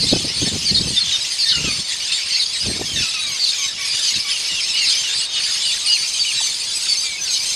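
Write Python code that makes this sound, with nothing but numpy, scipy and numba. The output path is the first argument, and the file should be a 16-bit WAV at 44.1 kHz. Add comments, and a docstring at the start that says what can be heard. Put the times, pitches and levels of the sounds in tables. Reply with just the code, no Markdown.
"""Starlings chatter in a tall tree: close birds give short gliding whistles, often two at once, made of bent sines.
One of them sings a falling, reedy phrase in three harmonics; others repeat drooping whistles and two-voiced calls.
Behind them thousands of short raspy notes and a band of noise blur into a chorus among the leaves.
Wind buffets the port of one hand-held microphone as lumpy low noise and thumps, over a faint far rustle."""
import sys
import numpy as np
from scipy import signal
from scipy.fft import rfft, irfft
from scipy.io import wavfile
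from scipy.ndimage import uniform_filter1d
from numba import njit

SR = 44100
rng = np.random.default_rng(int(sys.argv[2]) if len(sys.argv) > 2 else 0)


def dump(signal):
    """Clip the signal to [-1, 1] and save it as 16-bit WAV at the path in sys.argv[1]."""
    limited = np.clip(np.atleast_2d(signal).T, -1, 1)
    pcm = np.round(limited * 32767).astype(np.int16)
    wavfile.write(sys.argv[1], SR, pcm)


N = 332955
TOP_HZ = 15300  # upper limit of the sound


def undb(db):
    """Amplitude ratio of a level in dB."""
    return 10 ** (np.asarray(db) / 20)


def level(x, db):
    """Scale a sound to an RMS level in dB."""
    return x * undb(db) / np.sqrt(np.mean(x ** 2))


def curve(table):
    """Columns of a time table, one value per sample."""
    s, *columns = np.transpose(table)
    return [np.interp(np.arange(N) / SR, s, c) for c in columns]


def density_db(points, hz):
    """Spectral density between the given points, straight in dB over log frequency."""
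    point_hz, point_db = np.array(points).T
    return np.interp(np.log(hz), np.log(point_hz), point_db)


def coloured(points):
    """Noise with the given spectrum."""
    hz = np.maximum(np.fft.rfftfreq(N, 1 / SR), 1)
    return irfft(rfft(rng.standard_normal(N)) * undb(density_db(points, hz)), N)


def band(x, lo_hz, hi_hz):
    """Keep the sound between two frequencies, with gentle skirts."""
    return signal.sosfilt(signal.butter(2, [lo_hz, hi_hz], "bandpass", fs=SR, output="sos"), x)


def walk(rate_hz):
    """Random values, drawn rate_hz times a second and slewed; spread near 1."""
    hold = int(SR / rate_hz)
    steps = np.repeat(rng.standard_normal(N // hold + 1), hold)
    return uniform_filter1d(steps, hold)[:N]


def far_rustle():
    """Faint broadband rustle in the distance: shaped noise whose level wanders slowly."""
    # relative spectrum of the rustle: pitch_hz [Hz], density_db [dB per Hz]
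    rustle_spectrum = [(40, 4.5), (150, 0), (400, 4.5), (1000, 5.5), (2200, -9), (9000, -45)]
    return level(coloured(rustle_spectrum), -47) * undb(walk(4.64))


def gust_level_db():
    """Wind level in dB: each gust rises, holds and falls back to the calm."""
    # long gusts and brief puffs at the port: start_s [s], end_s [s] of the hold, level_db [dB]
    gust_holds = [(0, 0.302, -30), (0.368, 0.916, -31), (0.949, 1.2, -46.5), (1.553, 1.726, -34),
                  (1.786, 1.818, -39.5), (2.668, 2.86, -32), (2.86, 3.012, -35), (3.262, 3.304, -39.5),
                  (3.922, 3.95, -42), (4.16, 4.192, -40.5), (4.523, 4.542, -43), (6.356, 6.364, -39)]
    calm_db, edge_db_per_s = -53.5, 300
    t = np.arange(N) / SR
    db = np.full(N, calm_db)
    for start, end, gust_db in gust_holds:
        outside_s = np.maximum(0, np.maximum(start - t, t - end))
        db = np.maximum(db, gust_db - edge_db_per_s * outside_s)
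    return db


def wind_rumble(bright=0.88):
    """Eddies break on the port in lumps; stronger wind sheds smaller, higher eddies."""
    gust_db = gust_level_db()
    lumps = undb(7.1 * np.tanh(walk(45)))
    grit = undb(13 * np.tanh(walk(70)))  # quick scatter of the small eddies
    large = level(band(rng.standard_normal(N), 59, 194) * lumps, -0.58)
    small = band(band(rng.standard_normal(N), 68, 365), 124, 1250)
    small = level(small * lumps * grit, -6)
    # the small eddies gain a further 0.88 dB for every dB of wind
    return undb(gust_db) * (large + small * undb(bright * (gust_db + 35.0)))


def buffets():
    """The hardest buffets: a few swings of the diaphragm that quicken as they die, bent by its stiffness."""
    # thumps at the port: start_s [s], relative level_db [dB], pitch_hz [Hz] that scales the swings
    thumps = [(0.035, -28, 290), (.127, -5, 264), (.243, -20, 251), (0.423, -13.5, 148), (.55, -20, 127.5),
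              (.712, -16.5, 164.3), (.804, -17, 159), (.87, -20, 210), (1.64, -19.5, 231),
              (1.673, -18, 188), (1.789, -28, 160), (2.674, -22, 169), (2.734, -25, 167), (2.792, -23, 325),
              (2.811, -15.5, 337)]
    out = np.zeros(N)
    for s, db, hz in thumps:
        t = np.arange(int(3.5 * SR / hz)) / SR
        swing = np.sin(2 * np.pi * hz * t * (0.72 + 0.13 * hz * t))
        swing = swing * np.sqrt(hz * t) * np.exp(-hz * t / 1.48)
        slope = np.diff(swing, prepend=0) * SR / (2 * np.pi * hz)
        first = int(s * SR)
        out[first:first + len(t)] += undb(db) * 1.5 * (swing + 2.0 * swing * slope)
    return out


def leaves(x, t60_s=0.16, scatter_db=-13):
    """Scatter from foliage and ground: a short fading tail of noise behind the direct sound."""
    t = np.arange(int(.4 * SR)) / SR
    tail = rng.standard_normal(len(t)) * undb(-60 * t / t60_s) * (t > .004)
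    tail = tail * undb(scatter_db) / np.linalg.norm(tail)
    return x + signal.fftconvolve(x, tail)[:N]


@njit
def sing(notes, waver, rasp, edge):
    """Sine notes (start, length, three pitches, dB, swell dB); pitch bends through the three, wavers and rasps."""
    out = np.zeros(len(waver))
    for start, length, a, b, c, db, swell_db in notes:
        first, count, phase = int(start * SR), int(length * SR), 0.
        gain = np.sqrt(2) * 10 ** ((db - swell_db / 2) / 20)
        grow = 10 ** (swell_db / 20 / count)
        shift = int(70 * b)  # notes of different pitch meet different stretches of chance
        for i in range(max(0, -first), min(count, len(out) - first)):
            u = 2 * i / count - 1  # -1 at the start of the note, 0 in the middle, 1 at the end
            k = (first + i + shift) % len(out)
            hz = b + u * (c - a) / 2 + u * u * ((a + c) / 2 - b) + waver[k]
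            phase += 2 * np.pi * hz / SR
            gain *= grow
            fade = min(1., i / edge, (count - i) / edge)
            out[first + i] += gain * rasp[k] * fade * np.sin(phase)
    return out


def play(rows, waver_hz, rough, edge_s):
    """Notes with randomly unsteady pitch and a quick random flutter of the throat."""
    return sing(np.array(rows, float), waver_hz * walk(200), 1 + rough * walk(500), edge_s * SR)


def chorus_notes(voices, count=2000, spread_db=3.5, fall_hz=90, fade_db=-4, octave_db=3):
    """Short raspy notes at random, each with its octave; most fall, a few steeply, and others rise."""
    u, g = rng.random((count, 3)).T, rng.standard_normal((count, 3)).T
    hz = 1200 + 6200 * u[0]
    steep = np.clip((.5 + g[0]) ** 3, -8, 12)
    start_s = u[2] * N / SR
    length_s = (0.01403 + 0.062 * u[1] ** 2) / (1 + 0.1163 * np.abs(steep))  # steep notes are shorter
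    pitches = np.array([hz + fall_hz * steep, hz + .6 * fall_hz * g[1], hz - fall_hz * steep])
    loud_db = spread_db * np.tanh(g[2])
    rows = []
    for k, db in (1, 0), (2, octave_db):
        weight_db = np.minimum(density_db(voices, k * hz), density_db(voices, hz))
        rows.append([start_s, length_s, *(k * pitches), weight_db + loud_db + db, fade_db + 0 * hz])
    return play(np.hstack(rows).T, waver_hz=70, rough=0.43, edge_s=0.0034)


def chorus(blur_db=-3):
    """The colony in the tree: many notes, while the furthest birds merge into a hiss; it swells and hushes."""
    # relative spectrum of the voices: pitch_hz [Hz], density_db [dB per Hz]
    voices = [(590, -57), (1000, -16.5), (1520, -16), (2260, -5), (3480, 0), (4890, 1.5), (5660, -1),
              (6200, -4), (7100, -8), (9210, -6.5), (12500, -29), (14200, -31.5), (15000, -57)]
    # course of the chorus before hushes and bursts: time_s [s], level_db [dB],
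    # treble_db [dB], the treble birds above or below that level
    swells = [(0, -24, -4), (.43, -22.5, -6.5), (.95, -26, -2.5), (1.02, -20.5, -12), (1.35, -25.5, -3.5),
              (1.69, -22.5, -9), (1.9, -25, -6.5), (2.2, -23, -7.5), (2.95, -27, -4), (3.03, -20.5, -9.5),
              (3.21, -26.5, -9), (3.52, -23.5, -6), (4.13, -22, -5.5), (4.65, -23.5, -7.5),
              (4.88, -20, -8.5), (5.29, -24, -7), (5.41, -21, -8), (6.14, -25.5, -2), (6.43, -24.5, -2.5),
              (6.8, -25.5, -2), (7.17, -26, -1), (7.4, -27, 0)]
    # the colony hushes for a moment: middle_s [s], half_length_s [s], depth_db [dB] below the treble
    lulls = [(0.29, 0.05, -2), (1.845, 0.025, -3), (2.481, 0.031, -2.5), (3.756, 0.084, -4),
             (4.248, 0.031, -3.5), (5.295, 0.061, -4), (6.695, 0.073, -1.5), (7.165, 0.064, -3.5)]
    lull_treble = 2.16  # depth in the treble, times the depth below

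    crowd = level(chorus_notes(voices), 0) + level(coloured(voices), blur_db)
    low_db, treble_db = curve(swells)
    t = np.arange(N) / SR
    lull_db = sum(db * np.exp(-((t - s) / half) ** 2) for s, half, db in lulls)
    low_db = low_db + lull_db
    low_db = low_db + 1.0 * np.tanh(walk(18))  # bursts of chatter lift all voices together
    treble_db = treble_db + (lull_treble - 1) * lull_db + 0.66 * np.tanh(walk(16))
    low, high = (signal.sosfilt(signal.butter(4, 5800, kind, fs=SR, output="sos"), crowd)
                 for kind in ("low", "high"))
    return level(low, 0) * undb(low_db) + level(high, 0) * undb(low_db + treble_db)


def arches():
    """A thin, very high call that arches up and down again."""
    # calls: start_s [s], level_db [dB]
    arch_calls = [(3.285, -44), (3.585, -49), (3.8, -49), (4.238, -49), (7.438, -53)]
    length_s, foot_hz, top_hz = 0.033, 10300, 11900
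    return [(s, length_s, foot_hz, top_hz, foot_hz, db, -1.5) for s, db in arch_calls]


def droops():
    """One bird repeats a whistle that sags, then drops at its end."""
    # whistles: start_s [s], length_s [s] before the drop, first pitch_hz [Hz], level_db [dB]
    droop_calls = [(4.488, .11, 2893, -28), (4.738, 0.11, 2940, -23.5), (5.038, 0.055, 2960, -27.5),
                   (5.335, 0.066, 3040, -28.5), (5.636, .075, 2995, -26), (5.872, 0.091, 2970, -23.5),
                   (6.256, 0.055, 2994, -24)]
    sag_hz, drop_hz, drop_s, drop_fade_db = 232.8, 609, 0.0147, -2.5
    rows = []
    for s, d, hz, db in droop_calls:
        end_hz = hz - sag_hz
        rows.append((s, d, hz, hz - sag_hz / 3, end_hz, db, 1.5))
        rows.append((s + d - .002, drop_s, end_hz, end_hz - drop_hz / 3, end_hz - drop_hz,
                     db + drop_fade_db / 2, drop_fade_db))
    return rows


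def reedy_phrase():
    """One bird's falling, reedy phrase: each note is three harmonics that glide together and ease off."""
    # notes: start_s [s], length_s [s], first_hz [Hz], last_hz [Hz], reference level_db [dB] of the harmonics
    reedy_notes = [(1.455, 0.065, 1847, 1810, -30), (1.512, 0.02, 1963, 1480, -27),
                   (1.53, 0.063, 1470, 1402, -32), (1.636, 0.085, 1410, 1218, -34),
                   (2.958, 0.049, 1900, 1754, -29), (3.018, 0.027, 1720, 1365, -32),
                   (3.045, 0.05, 1340, 1300, -38), (3.14, 0.07, 1321, 1254, -35),
                   (3.235, .13, 1227, 1096, -42), (3.58, 0.089, 1190, 1107, -39),
                   (3.779, 0.089, 1143, 1137, -38.5), (4.246, 0.076, 1150, 1132, -38)]
    # harmonics: multiple of the pitch [ratio], level_db [dB] over the reference
    harmonics = [(1, -5.5), (2, 6.5), (3, -1)]
    bend = 0.75  # share of the glide done at the middle of a note
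    return [(s, d, k * a, k * (a + bend * (c - a)), k * c, db + order_db, -1.5)
            for k, order_db in harmonics for s, d, a, c, db in reedy_notes]


def whistles():
    """Near whistles, each a glide that eases off, with a faint octave where it stays in range."""
    # whistles: start_s [s], length_s [s], first_hz [Hz], last_hz [Hz], level_db [dB]
    whistle_notes = [(0.963, 0.031, 3727, 3490, -13), (1.007, 0.026, 4340, 4150, -16.5),
                     (1.052, 0.047, 3500, 3430, -24.5), (1.115, 0.05, 3880, 3610, -17.5),
                     (1.563, .059, 6840, 6200, -30), (2.094, .045, 2540, 2680, -29),
                     (2.364, 0.027, 6560, 6550, -28), (2.604, .04, 4970, 4960, -22.5),
                     (2.854, 0.088, 3370, 3080, -30.5), (2.934, 0.15, 6490, 5820, -29.5),
                     (3.188, 0.08, 3950, 3790, -25), (3.19, 0.055, 9700, 9650, -35),
                     (3.314, 0.025, 6700, 6260, -27.5), (3.58, 0.12, 6500, 5990, -28),
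                     (3.787, 0.1, 9850, 9700, -41), (3.879, .014, 9700, 8100, -32),
                     (3.897, .06, 4520, 4530, -28.5), (4.1, 0.03, 6680, 6680, -23),
                     (4.27, 0.17, 9750, 9600, -39), (4.288, 0.088, 3420, 2730, -26),
                     (4.567, 0.041, 3340, 3124, -26.5), (4.605, 0.048, 5370, 5330, -26),
                     (4.82, 0.031, 6650, 6600, -24), (5.182, 0.036, 7730, 7800, -26.5),
                     (5.256, 0.14, 3740, 3660, -28), (5.203, 0.048, 2860, 2830, -28.5),
                     (5.859, 0.037, 4700, 4150, -19), (5.859, 0.019, 9200, 8570, -25),
                     (5.898, 0.043, 4840, 4790, -14.5), (5.921, 0.046, 4410, 4240, -20.5),
                     (6.194, 0.039, 4730, 4490, -17), (6.226, .03, 4550, 2266, -26),
                     (6.359, 0.041, 3980, 3900, -24), (6.403, 0.014, 1099, 739, -34.5),
                     (6.43, 0.047, 6320, 6100, -24), (6.751, 0.029, 7870, 8050, -25),
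                     (6.774, 0.067, 7900, 7800, -35), (6.884, 0.051, 4570, 4520, -16.5),
                     (6.966, 0.049, 6260, 6120, -24.5), (6.97, 0.031, 4270, 4740, -21.5),
                     (7.011, 0.063, 4800, 4580, -25), (7.035, 0.14, 2404, 2194, -32),
                     (7.181, 0.027, 2585, 2510, -30), (7.191, .14, 1687, 1430, -46),
                     (7.211, 0.042, 6110, 6030, -22.5), (7.303, 0.047, 6550, 6420, -24.5),
                     (7.5, 0.045, 6250, 6140, -26)]
    glide_share = .55  # share of the glide done at the middle of a whistle
    rows = [(s, d, a, a + glide_share * (c - a), c, db, 1.5) for s, d, a, c, db in whistle_notes]
    octaves = [(s, d, 2 * a, 2 * b, 2 * c, db - 28, swell)
               for s, d, a, b, c, db, swell in rows if 2 * a < TOP_HZ]
    return rows + octaves


def duet_calls():
    """One bird's two-voiced call: each syllable ends in an upward flick, the second adds a falling chip."""
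    # calls: first_flick_s [s], second_flick_s [s], first_db [dB], second_db [dB] of the syllables
    duets = [(0.041, 0.128, -20, -20), (0.711, 0.788, -17.5, -17), (1.444, 1.528, -19, -18),
             (2.363, 2.437, -21, -20), (3.45, 3.508, -19, -20.5), (4.098, 4.18, -22, -23),
             (4.822, 4.901, -23.5, -23), (7.306, 7.377, -25.5, -23)]
    # notes of a syllable: start_s [s] from the flick, length_s [s], first_hz [Hz], middle_hz [Hz],
    # last_hz [Hz], level_db [dB] over the syllable, swell_db [dB] from start to end
    first_syllable = [(-.057, .059, 4750, 4390, 4130, -0.5, 4), (-.044, 0.05, 4820, 4650, 4570, -3, 11),
                      (-.001, 0.007, 4160, 4550, 5300, -2, -3)]
    second_syllable = [(-.044, 0.042, 5140, 4440, 4300, -1, 2),
                       (-.043, 0.043, 4267, 3870, 3710, -0.33, -1.5),
                       (-.003, 0.009, 3780, 4450, 5330, 1, -2), (.023, 0.008, 5300, 4800, 3850, 1, 0)]
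    rows = []
    for first_s, second_s, first_db, second_db in duets:
        for s, call_db, notes in (first_s, first_db, first_syllable), (second_s, second_db, second_syllable):
            rows += [(s + lead, d, a, b, c, call_db + db, swell_db)
                     for lead, d, a, b, c, db, swell_db in notes]
    return rows


def near_birds():
    """The close birds: bent sine whistles, with the two-voiced call wavering more in pitch."""
    rows = arches() + droops() + reedy_phrase() + whistles()
    singers = play(rows, waver_hz=37.6, rough=0.29, edge_s=0.0018)
    return singers + play(duet_calls(), waver_hz=60, rough=.25, edge_s=.0012)


def scene():
    """The tree and its birds, the wind at the port and the far rustle, alike in both channels."""
    wind = wind_rumble() + buffets()
    mono = leaves(near_birds() + chorus()) + wind + far_rustle()
    return np.array([mono, mono])


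def record(dry):
    """Shape the treble: two narrow dips, then a steep cut of the top."""
    # dips: pitch_hz [Hz], width_hz [Hz], depth_db [dB]
    dips = [(5690, 330, -14), (6900, 130, -14)]
    hz = np.fft.rfftfreq(N, 1 / SR)
    dips_db = sum(db * np.exp(-np.abs(hz - f) / w * 2) for f, w, db in dips)
    heard = irfft(rfft(dry) * undb(dips_db), N)
    return signal.sosfilt(signal.ellip(8, .2, 70, TOP_HZ, fs=SR, output="sos"), heard)


dry = scene()
out = record(dry)
dump(out)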